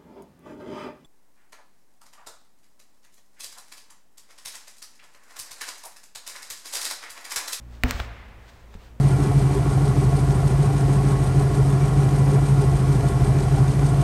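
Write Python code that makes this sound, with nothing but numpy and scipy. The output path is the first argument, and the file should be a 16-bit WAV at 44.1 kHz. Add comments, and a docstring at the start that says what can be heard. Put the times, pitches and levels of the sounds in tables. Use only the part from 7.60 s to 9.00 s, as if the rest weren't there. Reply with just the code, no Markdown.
"""A basketball slaps a big inflatable ball held in the arms: the impact radiates a crack, the skin
thumps, and skin and enclosed air ring in their normal modes. A sharp snap and a low wobble follow.
The house front reflects the blow and the trees around the lawn scatter it into a decaying tail.
Then the player steps over the grass with rustling clothes, over a low hum and quiet outdoor air."""
import sys
import numpy as np
from scipy import signal
from scipy.fft import rfft, irfft
from scipy.io import wavfile

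SR = 44100
rng = np.random.default_rng(int(sys.argv[2]) if len(sys.argv) > 2 else 0)


def put_to_file(sound):
    """Save the sound as 16-bit audio at rate SR, in the file named by the first command-line argument."""
    columns = np.atleast_2d(sound).T  # one column per channel
    safe = np.clip(columns, -1, 1)
    whole_steps = np.round(safe * 32767)
    wavfile.write(sys.argv[1], SR, whole_steps.astype(np.int16))


N = 61739
HIT_S = .236

# spectrum of the diffuse wash and of rustling cloth and grass: f/Hz, level/dB
SWISH_SPECTRUM = [(200, -4.5), (700, 4.5), (2500, 0), (4200, -2.5), (6000, -8), (8000, -10.5), (11000, -25),
                  (15000, -16)]
# spectrum of the dull slap in rebound and echo: f/Hz, level/dB
DULL_SPECTRUM = [(200, 0.5), (700, 4.5), (1300, 8.5), (3400, 3.5), (5000, -11.5), (8000, -23.5),
                 (15000, -21)]


def undb(db):
    """Amplitude ratio of a level in decibels."""
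    return 10 ** (np.asarray(db) / 20)


def since(start):
    """Seconds since a moment, zero before it."""
    return np.maximum(np.arange(N) / SR - start, 0)


def fade(t, t60):
    """Exponential decay, 60 dB in t60 seconds."""
    return np.exp(-np.log(1000) * t / t60)


def delay(x, seconds):
    """Pure time delay, to the nearest sample."""
    return np.concatenate([np.zeros(max(int(round(seconds * SR)), 0)), x])[:N]


def gains(points):
    """Magnitude response through (f/Hz, level/dB) points on a logarithmic frequency axis."""
    hz, db = np.array(points, float).T
    freqs = np.maximum(np.fft.rfftfreq(2 * N, 1 / SR), 1)
    return undb(np.interp(np.log(freqs), np.log(hz), db))


def colour(x, points):
    """Minimum-phase filter: folding the cepstrum makes the response causal."""
    cepstrum = irfft(np.log(gains(points)))
    cepstrum[1:N] *= 2
    cepstrum[N + 1:] = 0
    return irfft(rfft(x, 2 * N) * np.exp(rfft(cepstrum)))[:N]


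def noise(gain):
    """Spectrally shaped Gaussian noise of rms 1."""
    x = irfft(rfft(rng.standard_normal(2 * N)) * gain)[:N]
    return x / x.std()


def drift(count):
    """Band-limited fluctuation through count random values; spread near 1."""
    return signal.resample(rng.standard_normal(count), N)


def crack(points, grit_db, grit_t60):
    """Broadband transient: an impulse and decaying noise, partly whitened, then coloured."""
    grit = rng.standard_normal(N) * fade(since(0), grit_t60)
    pulse = undb(grit_db) * grit / np.linalg.norm(grit)
    pulse[0] = 1
    spectrum = rfft(pulse, 2 * N)
    whitened = irfft(spectrum / np.sqrt(abs(spectrum)))[:N]
    return colour(whitened / np.linalg.norm(whitened), points)


def ring(modes, start):
    """Free vibration: a superposition of damped modes excited together."""
    t = since(start)
    return sum(undb(db) * np.sin(2 * np.pi * hz * t) * fade(t, t60) for hz, db, t60 in modes)


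def hum():
    """Nearly harmonic low partials waver by slow frequency and amplitude modulation."""
    # partials: f/Hz, relative level/dB
    partials = [(57.5, -1), (115, -11), (174, -21.5), (232, -18.5), (290, -26)]
    # envelope: t/s, level/dB
    envelope = [(0, -41.5), (.21, -42), (.3, -34.5), (.8, -50.5), (1.0, -50.5), (1.4, -46)]
    pitch_waver, flicker_db = .02866, 1.5
    warped_time = np.cumsum(1 + pitch_waver * drift(count=16)) / SR
    tone = 0
    for hz, db in partials:
        amplitude = undb(db + flicker_db * drift(count=24))
        tone += amplitude * np.sin(2 * np.pi * (hz * warped_time + rng.random()))
    level_db = np.interp(since(0), *np.array(envelope).T)
    return np.sqrt(2) * tone * undb(level_db)


def outdoor_air():
    """Stationary ambient noise, its spectral density highest in the bass."""
    # spectral density: f/Hz, relative level/dB
    spectrum = [(25, 1.5), (45, 2), (70, 2), (110, -5), (200, -12.5), (500, -13), (1000, -20), (2000, -25),
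                (4000, -34.5), (8000, -37.5), (11000, -42), (15000, -40.5)]
    return undb(-50) * noise(gains(spectrum))


def wash_and_rustles():
    """Diffuse reflections just after the blow and faint rustles of clothes and grass add in power."""
    # swishes, the two loudest being the wash of reflections: peak t/s, rise/s, fall/s, level/dB
    swishes = [(0.148, 0.032, 0.029, -56.5), (0.292, 0.01, 0.032, -37.5), (0.386, 0.085, 0.048, -42.5),
               (.89, 0.055, 0.13, -59), (0.895, 0.01, 0.0067, -51.5), (1.151, 0.038, 0.018, -58),
               (1.229, .035, 0.057, -57)]
    t = since(0)
    power = 0
    for peak, rise, fall, db in swishes:
        width = np.where(t < peak, rise, fall)
        power += undb(db) ** 2 * np.exp(-((t - peak) / width) ** 2)
    return np.sqrt(power) * noise(gains(SWISH_SPECTRUM))


def big_ball():
    """Impact excitation: a slap, a duller inverted rebound, then the ball's normal modes."""
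    # spectrum of the slap: f/Hz, level/dB
    spectrum = [(150, 1.5), (700, -1), (1050, -17), (1500, 1), (2300, 3.5), (3400, -2.5), (4600, -8),
                (5800, -21.5), (7000, -15), (10000, -18), (15500, -18.5)]
    # modes of the skin and enclosed air: f/Hz, level/dB, t60/s
    modes = [(33.3, -47, 0.19), (52, -28.5, 0.57), (102.4, -17, 0.16), (219, -52, 0.23), (251, -19.5, 0.22),
             (450.7, -35.5, 0.31), (524, -40.5, .32), (566, -44, 1), (701, -41.5, 1), (750, -34, 0.13),
             (845, -42.5, 0.26), (930, -45.5, 0.21)]
    rebound_s, ring_s = HIT_S + .0023, HIT_S + .00403
    slap = undb(11.5) * crack(spectrum, grit_db=-4, grit_t60=.008)
    rebound = undb(-2) * crack(DULL_SPECTRUM, grit_db=-4, grit_t60=.008)
    return delay(slap, HIT_S) - delay(rebound, rebound_s) + ring(modes, ring_s)


def skin_thump():
    """The skin dents, bulges back and settles, displacing the air in one slow pressure wavelet."""
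    centre_hz, peak_lag_s, rise_s = 67, .0106, .0012
    phase_squared = (np.pi * centre_hz * (since(0) - HIT_S - peak_lag_s)) ** 2
    wavelet = (1 - 2 * phase_squared) * np.exp(-phase_squared)
    return undb(-11.5) * wavelet * np.minimum(since(HIT_S) / rise_s, 1)


def garden_scatter():
    """Diffuse scattering by lawn, bushes and trees: each half-octave band decays at its own rate."""
    # reverberation: f/Hz, starting level per octave/dB, t60/s
    reverberation = [(60, -32.5, 1.5), (150, -50, 2), (372, -39, 0.58), (650, -46, 2.15), (1230, -40, 1.64),
                     (1944, -39, 1.85), (3320, -47, 1.6), (6700, -53.5, 1.14), (10700, -74.5, 1.3),
                     (15000, -49, .65)]
    hz, db, t60 = np.array(reverberation).T
    t, freqs = since(HIT_S), np.fft.rfftfreq(2 * N, 1 / SR)
    rise_s = .0019
    tail = 0
    for centre in 45 * 2 ** np.arange(0, 9, .5):
        octaves_away = abs(np.log2((freqs + 1) / centre))
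        band = noise(np.clip(1 - 2 * octaves_away, 0, 1) ** .5) / np.sqrt(2)
        band_db, band_t60 = (np.interp(np.log(centre), np.log(hz), col) for col in (db, t60))
        tail += undb(band_db) * band * fade(t, band_t60)
    return tail * (1 - np.exp(-t / rise_s))


def snap():
    """A bright smack just after the blow: so brief a pulse has a broad spectrum."""
    # onset: t/s, level/dB
    onsets = [(0.3095, 3.5)]
    # spectrum of the snap: f/Hz, level/dB
    spectrum = [(350, -22), (800, -3), (2000, 8.5), (3200, -2), (4400, -0.5), (5300, -3.5), (6100, 0),
                (7200, -5.5), (8400, -3), (11000, -21), (14000, -3.5), (16000, -15)]
    smack = crack(spectrum, grit_db=-2, grit_t60=.009)
    return sum(undb(db) * delay(smack, start) for start, db in onsets)


def wobble_and_echo():
    """A low swell as the held ball wobbles, then a boom and a dull slap reflected by the house."""
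    # slap's reflections: delay/s, relative level/dB
    reflections = [(.1598, -9), (.1643, 0)]
    # the ball's wobble, then the echo's boom: delay/s, f/Hz, level/dB, t60/s
    swells = [(.108, 55.3, -19, 0.17), (0.167, 65.5, -18, .11)]
    slap_db, swell_rise_s = -1, .0046
    sound = 0
    for lag, db in reflections:
        slap = crack(DULL_SPECTRUM, grit_db=8, grit_t60=.02)
        sound += undb(slap_db + db) * delay(slap, HIT_S + lag)
    for lag, hz, db, t60 in swells:
        attack = np.minimum(since(HIT_S + lag) / swell_rise_s, 1)
        sound -= ring([(hz, db, t60)], HIT_S + lag) * attack
    return sound


def footfall():
    """A foot brushes the grass, then its impact excites low, heavily damped modes."""
    # landing: t/s, thud level/dB
    steps = [(1.152, -34.5)]
    # modes of the thud: f/Hz, relative level/dB, t60/s
    modes = [(44.9, 3.5, 0.12), (87, -4, 0.16), (180, -1.5, 0.057), (403, -9.5, 0.064)]
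    brush_lead_s = .0105
    brush = undb(-21) * crack(SWISH_SPECTRUM, grit_db=9, grit_t60=.02)
    return sum(delay(brush, start - brush_lead_s) - undb(db) * ring(modes, start) for start, db in steps)


def scene():
    """Linear superposition of all sources at one microphone."""
    blow = big_ball() + skin_thump() + snap() + wobble_and_echo() + garden_scatter()
    return (blow + wash_and_rustles() + footfall() + hum() + outdoor_air())[None]


def record(dry):
    """Band limiting: a steep elliptic low-pass removes the highest treble."""
    cutoff_hz = 15600
    return signal.sosfilt(signal.ellip(8, .2, 80, cutoff_hz, fs=SR, output="sos"), dry)


dry = scene()
out = record(dry)
put_to_file(out)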